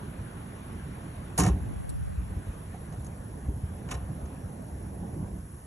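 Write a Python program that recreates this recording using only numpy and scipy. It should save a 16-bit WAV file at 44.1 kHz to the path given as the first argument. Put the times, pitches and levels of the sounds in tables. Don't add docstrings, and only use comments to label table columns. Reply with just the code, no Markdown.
import sys
import numpy as np
from scipy import signal
from scipy.fft import rfft, irfft, next_fast_len
from scipy.io import wavfile
from scipy.ndimage import uniform_filter1d

SR = 44100
rng = np.random.default_rng(int(sys.argv[2]) if len(sys.argv) > 2 else 0)


def master_out(mix):
    frames = np.transpose(np.atleast_2d(mix))
    ceiling = np.clip(frames, -1, 1)
    pcm = np.round(ceiling * 32767).astype(np.int16)
    wavfile.write(sys.argv[1], SR, pcm)


N = 249606

BLOWS = [(1.378, -26.5, 7.5, -2), (1.381, -32, -5.5, 6), (1.387, -28.5, 8, 1), (1.397, -23, 2, -7),
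         (1.403, -29, 0.5, -10), (1.414, -31, -2, -3), (1.423, -37, -2, -2), (1.434, -30.5, -1, 3),
         (1.449, -32.5, -3, 7.5), (1.463, -33, -2, 3), (1.475, -36.5, 3.5, 10.5), (1.483, -45, -5, 1),
         (2.74, -66, -15, 15), (2.923, -53.5, -6, 0), (2.935, -56, -6, 6), (3.046, -50, 9, 0),
         (3.055, -58, 5, 2), (3.065, -49, 6, 7), (3.888, -48.5, -11, 1.5), (3.898, -51, -5, -3),
         (3.908, -45, -8, -1), (3.912, -34, 0, -6), (3.916, -41.5, -8, -8), (3.919, -50, -6, -5),
         (3.942, -42.5, -4, 1), (3.949, -52, -9, -6), (3.974, -62, 2, 0), (4.256, -54, -5, -7),
         (5.142, -62, 0, -6), (5.385, -60, 0, 0)]
# start t/s, rise t/s, hold t/s, relative level/dB
SLIDES = [(1.373, 0.0047, 0.12, -43), (3.894, 0.022, 0.024, -50.5)]
# level/dB, fading once the rod stops/(dB per s)
SLIDE_SHARES = [(-0.5, 700), (4, 274), (1, 600), (5, 250), (18.5, 156)]
STRIKE_DB = [18.9, 16.6, 16.7, 16.3]
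# f/Hz, width/Hz, relative level/dB
ROD_MODES = [(5440, 35, -5), (5670, 40, -1), (5950, 140, -1), (6280, 90, 5), (6380, 90, 4), (6640, 60, 3),
             (6830, 70, -2), (7080, 60, -4), (7300, 60, -2), (7760, 60, -5), (8110, 190, -5)]
HOUSING_MODES = [(1070, 32, 2), (1203, 32, -4), (1272, 35, -7), (1390, 70, -4), (1518, 70, -5),
                 (1660, 90, -6), (1850, 70, -3), (2180, 71, -8), (2420, 85, -8), (2660, 45, -8),
                 (2910, 80, -5), (3150, 150, -11), (3470, 90, -12), (3750, 150, -11), (3980, 80, -12)]
PIN_MODES = [(4260, 460, -6), (6640, 81, -3), (7460, 110, -13), (8270, 190, 12), (8500, 130, 9),
             (9950, 93, 14.5), (10590, 180, 11), (11260, 170, 3.5), (12100, 500, 14), (12600, 230, 7),
             (14300, 750, -32)]
BRACKET_MODES = [(400, 25, -4), (477, 22, -5), (555, 20, -6), (620, 30, -10), (730, 18, 2), (801, 18, -3),
                 (899, 20, -4), (965, 25, -9)]
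SPRING_MODES = [(4100, 500, -6), (5700, 900, -11), (7300, 300, -7), (8050, 250, 4), (9100, 700, 4),
                (10000, 350, 8), (11500, 900, 2), (12800, 900, 2), (14500, 1200, -4)]
CHASSIS_MODES = [(63.2, 4.6, 17.5), (130, 7, 13), (178.2, 12.5, 6.5), (210.6, 15, -3.5),
                 (296.4, 15.4, -0.5), (352, 16, -17), (391, 19, -8), (465, 50, -17.5)]
# f/Hz, relative level/dB
ROD_WASH = [(2000, -8), (3200, -15.5), (3800, -22.5), (4500, -2.5), (6300, -11.5), (8500, 5.5),
            (10500, -29), (12000, -57)]
# t/s, relative level/dB
SPRING_TICKS = [(1.8925, -32), (1.8958, -35), (1.8987, -34), (1.9022, -38), (1.9045, -41), (1.911, -46),
                (2.159, -48)]
# t/s, peak level/dB, initial f/Hz, t60/s
THUMPS = [(1.388, -19.5, 177, 0.13), (1.389, -26, 300, 0.17), (1.422, -21.5, 295, 0.058),
          (1.442, -19.5, 115.2, 0.18), (1.471, -29, 325, 0.047), (1.497, -33, 397, 0.12),
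          (1.463, -16, 125.4, 0.075), (1.499, -17.5, 65, 0.22), (1.536, -26, 92.2, 0.31),
          (1.614, -21.5, 71, 0.073), (1.655, -28, 107, 0.12), (1.708, -37, 269, 0.08),
          (1.762, -25.5, 66.5, 0.11), (2.011, -28.5, 77.5, 0.099), (2.178, -20.5, 62.4, 0.16),
          (2.287, -32, 57.7, 0.18), (2.367, -22.5, 73, 0.066), (2.488, -23.5, 62.6, 0.051),
          (2.985, -29.5, 92, 0.11), (3.484, -17, 65, 0.084), (3.484, -31.5, 233, 0.06),
          (3.539, -24.5, 80, 0.044), (3.564, -27.5, 119, 0.046), (3.636, -18.5, 74, 0.046),
          (4.097, -27, 127, 0.087), (4.232, -29.5, 71, 0.16), (4.434, -29, 97.6, 0.17),
          (4.724, -32.5, 72.4, 0.27), (5.163, -34, 310, 0.1), (5.172, -27.5, 155, 0.075),
          (5.198, -33, 154, 0.081), (5.225, -31, 91, 0.077), (5.326, -32, 57, 0.13)]
# f/Hz, relative level/dB per Hz
GUST_COLOUR = [(25, -40), (60, 1), (110, 4.5), (200, -8), (400, -13), (800, -16), (1300, -37), (2000, -64),
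               (3000, -88)]
# t/s, rumble level/dB, drone level/dB, airy middle level/dB
BACKGROUND_LEVELS = [(0, -41, -41, -51), (.44, -43.5, -42.5, -51), (.88, -39, -41, -50.5),
                     (1.35, -40, -42.5, -52), (1.52, -39, -38.5, -53), (1.76, -40.5, -44, -52.5),
                     (2.25, -35.5, -42.5, -52.5), (2.63, -41, -43.5, -53), (3.0, -38, -42.5, -55),
                     (3.56, -38, -44, -56.5), (3.9, -38, -41.5, -54), (4.4, -41.5, -41.5, -55.5),
                     (4.8, -40, -41.5, -57), (5.22, -38.5, -39, -57.5), (5.37, -34, -42.5, -58.5),
                     (5.42, -41.5, -47.5, -60), (5.66, -45.5, -48.5, -58.5)]
# f/Hz, relative level/dB per Hz
RUMBLE_COLOUR = [(20, -15), (35, 7.5), (55, 16.5), (70, 16.5), (110, 5), (170, 1), (260, -38), (400, -83)]
DRONE_COLOUR = [(50, -60), (80, -22.5), (140, 4), (200, -1.5), (320, -8.5), (500, -13), (800, -15),
                (1100, -21), (1500, -59), (2200, -83)]
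AIR_COLOUR = [(400, -30), (800, 0), (1150, 4.5), (1700, 0), (2200, -4), (3500, -9.5), (5000, -19.5),
              (7000, -49), (9000, -71)]
HISS_COLOUR = [(2500, -60), (3500, -30), (5500, -18), (7000, -17), (7900, -12), (9300, -11), (9700, -3),
               (10200, -7), (10600, 0), (11200, -7), (12700, -7), (13150, -22), (15000, -22)]
# f/Hz, likeness (clipped to 0-1)
SAME_TOP = [(4800, .9), (5150, .5), (5450, 1), (6800, 1), (7300, .6), (8000, .85), (8400, 1), (9500, 1),
            (10300, .9), (11300, .85), (11600, 1)]
NEAR_LIKENESS = [(60, 1.0), (260, 1.0), (520, 0.59), (900, 0.67), (1700, 0.55), (2400, 0.79), (3400, 0.22),
                 (4400, 0.27)] + SAME_TOP[:6] + [(8400, 1.0), (9500, 0.94)] + SAME_TOP[8:]
FAR_LIKENESS = [(60, 1.5), (250, 0.85), (520, 0.51), (900, 0.04), (1300, 0.65), (1800, 0.8), (2300, -0.16),
                (3400, 0.3), (4400, -0.25)] + SAME_TOP
# f/Hz, phase/rad
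LEAD = [(0, 0), (400, -.2), (900, 1.6), (1300, 2.3), (1500, .1), (2000, .6), (3100, 2.8), (3700, 1.2),
        (4800, 3.14), (5050, 4), (5400, 6.283), (6800, 6.283), (7300, 7.4), (8400, 9.425), (9500, 9.425),
        (10300, 10.4), (11500, 12.3), (11700, 12.566), (13500, 12.566), (14500, 15.2), (15200, 15.7)]
NEAR_LEAD = [(0, 0), (860, .5), (1460, -.3), (2240, 1.1), (3000, 2), (3700, .6), (4310, 1.5)] + LEAD[8:]
# f/Hz, left minus right level/dB
NEAR_BALANCE = [(60, 0.5), (180, -2), (350, -2.5), (600, -4), (1000, 1.5), (1600, 1), (2600, 0.5),
                (4000, 0)]
FAR_BALANCE = [(60, -.5), (180, -2.5), (400, -5), (700, -4), (1000, 0), (1600, 4), (2200, 0)]
# f/Hz, level/dB; above about 11.7 kHz the treble dips in uneven gaps
HEARD_RESPONSE = [(12, -29), (30, -16.5), (50, -0.5), (11250, -3.5), (11700, -22), (12750, -18), (13150, -27),
                  (15600, -7)]

HIT_RISE_S, HIT_T60_S = 0.001, 0.038
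CRACK_DB, CRACK_T60_S = -32, 0.0045
HOUSING_DB, PIN_DB, BRACKET_DB = -3, -1.5, -2.5
SLIDE_SAG_DB_PER_S = 47
TICK_T60_S = 0.013
RING_DB, RING_DB_PER_OCTAVE = -16, 7.5
GUST_S, GUST_DB = 1.94, -35
GUST_RISE_S, GUST_FALL_S = 0.31, 0.33
DROPOUT_S, DROPOUT_HALF_S, DROPOUT_DB = 2.035, 0.3, 19.5
AIR_SHARE = 0.092
HISS_DB = -52
EDGE_HZ = 15700


def gain_of(db):
    return 10 ** (np.asarray(db) / 20)


def evened(x):
    return x / np.sqrt(np.mean(abs(x) ** 2) + 1e-20)


def read(points, hz):
    f, value = np.transpose(points)
    return np.interp(np.log(hz + 1), np.log(f + 1), value)


def add(mix, s, sound):
    part = mix[..., round(s * SR):][..., :sound.shape[-1]]
    part += sound[..., :part.shape[-1]]


def response(modes, wash=None, wash_db=0):
    t = np.arange(4096) / SR
    h = np.zeros(len(t))
    for k, (hz, width, db) in enumerate(modes):
        decay = np.sqrt(width) * np.exp(-np.pi * width * t)
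        h = h + (-1) ** k * gain_of(db) * decay * np.sin(2 * np.pi * hz * t)
    h = h / np.linalg.norm(h)
    if wash:
        hz = np.linspace(0, SR / 2, 129)
        squared = gain_of(2 * read(wash, hz)) + 1e-7
        taps = signal.minimum_phase(signal.firwin2(511, hz, squared, fs=SR))
        taps = gain_of(wash_db) * taps / np.linalg.norm(taps)
        h = h + np.pad(taps, (0, 4096 - len(taps)))
    return h / np.linalg.norm(h)


def noise(layers, patchy_db):
    frames, hz = N // 256 + 5, np.fft.rfftfreq(1024, 1 / SR)
    a, b, c, d, patches = rng.standard_normal((frames, 513, 5)).T
    patches = uniform_filter1d(patches, size=8, axis=0)
    patches = evened(uniform_filter1d(patches, size=10, axis=1))
    t, power = np.arange(frames) * 256 / SR, 0
    for colour, s, db in layers:
        shape = evened(gain_of(read(colour, hz)))
        power = power + np.outer(shape, gain_of(np.interp(t, s, db))) ** 2
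    white = np.array([a + 1j * b, c + 1j * d])
    scale = np.std(signal.istft(white[0], nperseg=1024, noverlap=768)[1])
    spectra = white * np.sqrt(power) * gain_of(patchy_db * patches) / scale
    return signal.istft(spectra, nperseg=1024, noverlap=768)[1][:, :N]


def linkage():
    force, strikes = np.zeros((5, N)), np.zeros((5, N))
    t = np.arange(SR // 2) / SR
    fade = gain_of(-60 * t / HIT_T60_S) + gain_of(CRACK_DB - 60 * t / CRACK_T60_S)
    fade = np.minimum(t / HIT_RISE_S, 1) * fade
    for s, db, bright_db, bracket_db in BLOWS:
        low_db = db - bright_db
        housing_db = low_db + HOUSING_DB
        pin_db = db + PIN_DB + bright_db
        level = gain_of([[db], [housing_db], [pin_db], [low_db + BRACKET_DB + bracket_db]])
        add(force[:4], s, level * fade)
        add(strikes[:4], s, level * gain_of(STRIKE_DB)[:, None])
    part_db, fading_db = np.transpose(SLIDE_SHARES)[..., None]
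    for s, rise, hold, db in SLIDES:
        sag_db = SLIDE_SAG_DB_PER_S * np.minimum(t, rise + hold)
        stop_db = fading_db * np.maximum(t - rise - hold, 0)
        add(force, s, np.minimum(t / rise, 1) ** 2 * gain_of(db + part_db - sag_db - stop_db))
    jumps = gain_of(3.9 * rng.standard_normal((2, 1, N // 40 + 1))).repeat(40, axis=2)[..., :N]
    grit = evened(rng.standard_normal((2, 5, N)) * jumps)
    bodies = [response(ROD_MODES, ROD_WASH, wash_db=1.0), response(HOUSING_MODES),
              response(PIN_MODES), response(BRACKET_MODES), response(CHASSIS_MODES)]
    ringing = signal.fftconvolve(grit * force + strikes, np.array([bodies]), axes=2)
    return ringing[..., :N].sum(axis=1)


def spring():
    force, t = np.zeros(N), np.arange(SR // 10) / SR
    for s, db in SPRING_TICKS:
        add(force, s, gain_of(db - 60 * t / TICK_T60_S))
    contacts = force * rng.standard_normal((2, N))
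    return signal.fftconvolve(contacts, response(SPRING_MODES)[None], axes=1)[:, :N]


def thumps():
    bumps, force, t = np.zeros(N), np.zeros(N), np.arange(SR // 3) / SR
    for s, db, hz, t60 in THUMPS:
        shape = (1 - np.exp(-t / 0.0022)) ** 2 * gain_of(-60 * t / t60)
        shape = shape / shape.max()
        add(bumps, s, gain_of(db) * shape * np.sin(2 * np.pi * hz * t * (1 - 1.0 * t)))
        drive_db = db + RING_DB + RING_DB_PER_OCTAVE * np.log2(hz / 100)
        add(force, s, gain_of(drive_db) * shape)
    upper = response(CHASSIS_MODES[2:])
    ringing = signal.fftconvolve(force * rng.standard_normal((2, N)), upper[None], axes=1)[:, :N]
    return bumps + ringing


def gust():
    t = np.arange(0, N / SR, .01)
    flank_s = np.where(t < GUST_S, GUST_RISE_S, GUST_FALL_S)
    db = GUST_DB - 10 * ((t - GUST_S) / flank_s) ** 2
    opposite, common = noise([(GUST_COLOUR, t, db)], patchy_db=2.0)
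    return np.array([opposite + 0.11 * common, -opposite + 0.11 * common])


def background():
    s, rumble_db, drone_db, air_db = np.transpose(BACKGROUND_LEVELS)
    t = np.arange(0, N / SR, .01)
    dropout_db = DROPOUT_DB * np.clip(1 - abs(t - DROPOUT_S) / DROPOUT_HALF_S, 0, 1)
    rumble = (RUMBLE_COLOUR, s, rumble_db)
    drone = (DRONE_COLOUR, t, np.interp(t, s, drone_db) - dropout_db)
    air = (AIR_COLOUR, t, np.interp(t, s, air_db) - AIR_SHARE * dropout_db)
    hiss = (HISS_COLOUR, [0], [HISS_DB])
    return noise([rumble, drone, air, hiss], patchy_db=1.53)


def ports(pair, likeness, phases, balance):
    size = next_fast_len(N + 4096)
    hz, (a, b) = np.fft.rfftfreq(size, 1 / SR), rfft(pair, size)
    same = np.clip(read(likeness, hz), 0, 1)
    tilt = gain_of(read(balance, hz) / 2)
    lead = np.exp(.5j * np.interp(hz, *np.transpose(phases)))
    left = a * tilt * lead
    right = (same * a + np.sqrt(1 - same ** 2) * b) / tilt / lead
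    return irfft(np.array([left, right]), size)[:, :N]


def scene():
    near = ports(linkage() + spring() + thumps(), NEAR_LIKENESS, NEAR_LEAD, NEAR_BALANCE)
    far = ports(background(), FAR_LIKENESS, LEAD, FAR_BALANCE)
    return near + far + gust()


def record(dry):
    hz = np.linspace(0, SR / 2, 4097)
    shaping = signal.firwin2(4095, hz, gain_of(read(HEARD_RESPONSE, hz)), fs=SR)
    heard = signal.oaconvolve(dry, shaping[None], "same")
    band_limit = signal.firwin(511, EDGE_HZ, window=("kaiser", 9), fs=SR)
    return signal.oaconvolve(heard, band_limit[None], "same")


dry = scene()
out = record(dry)
master_out(out)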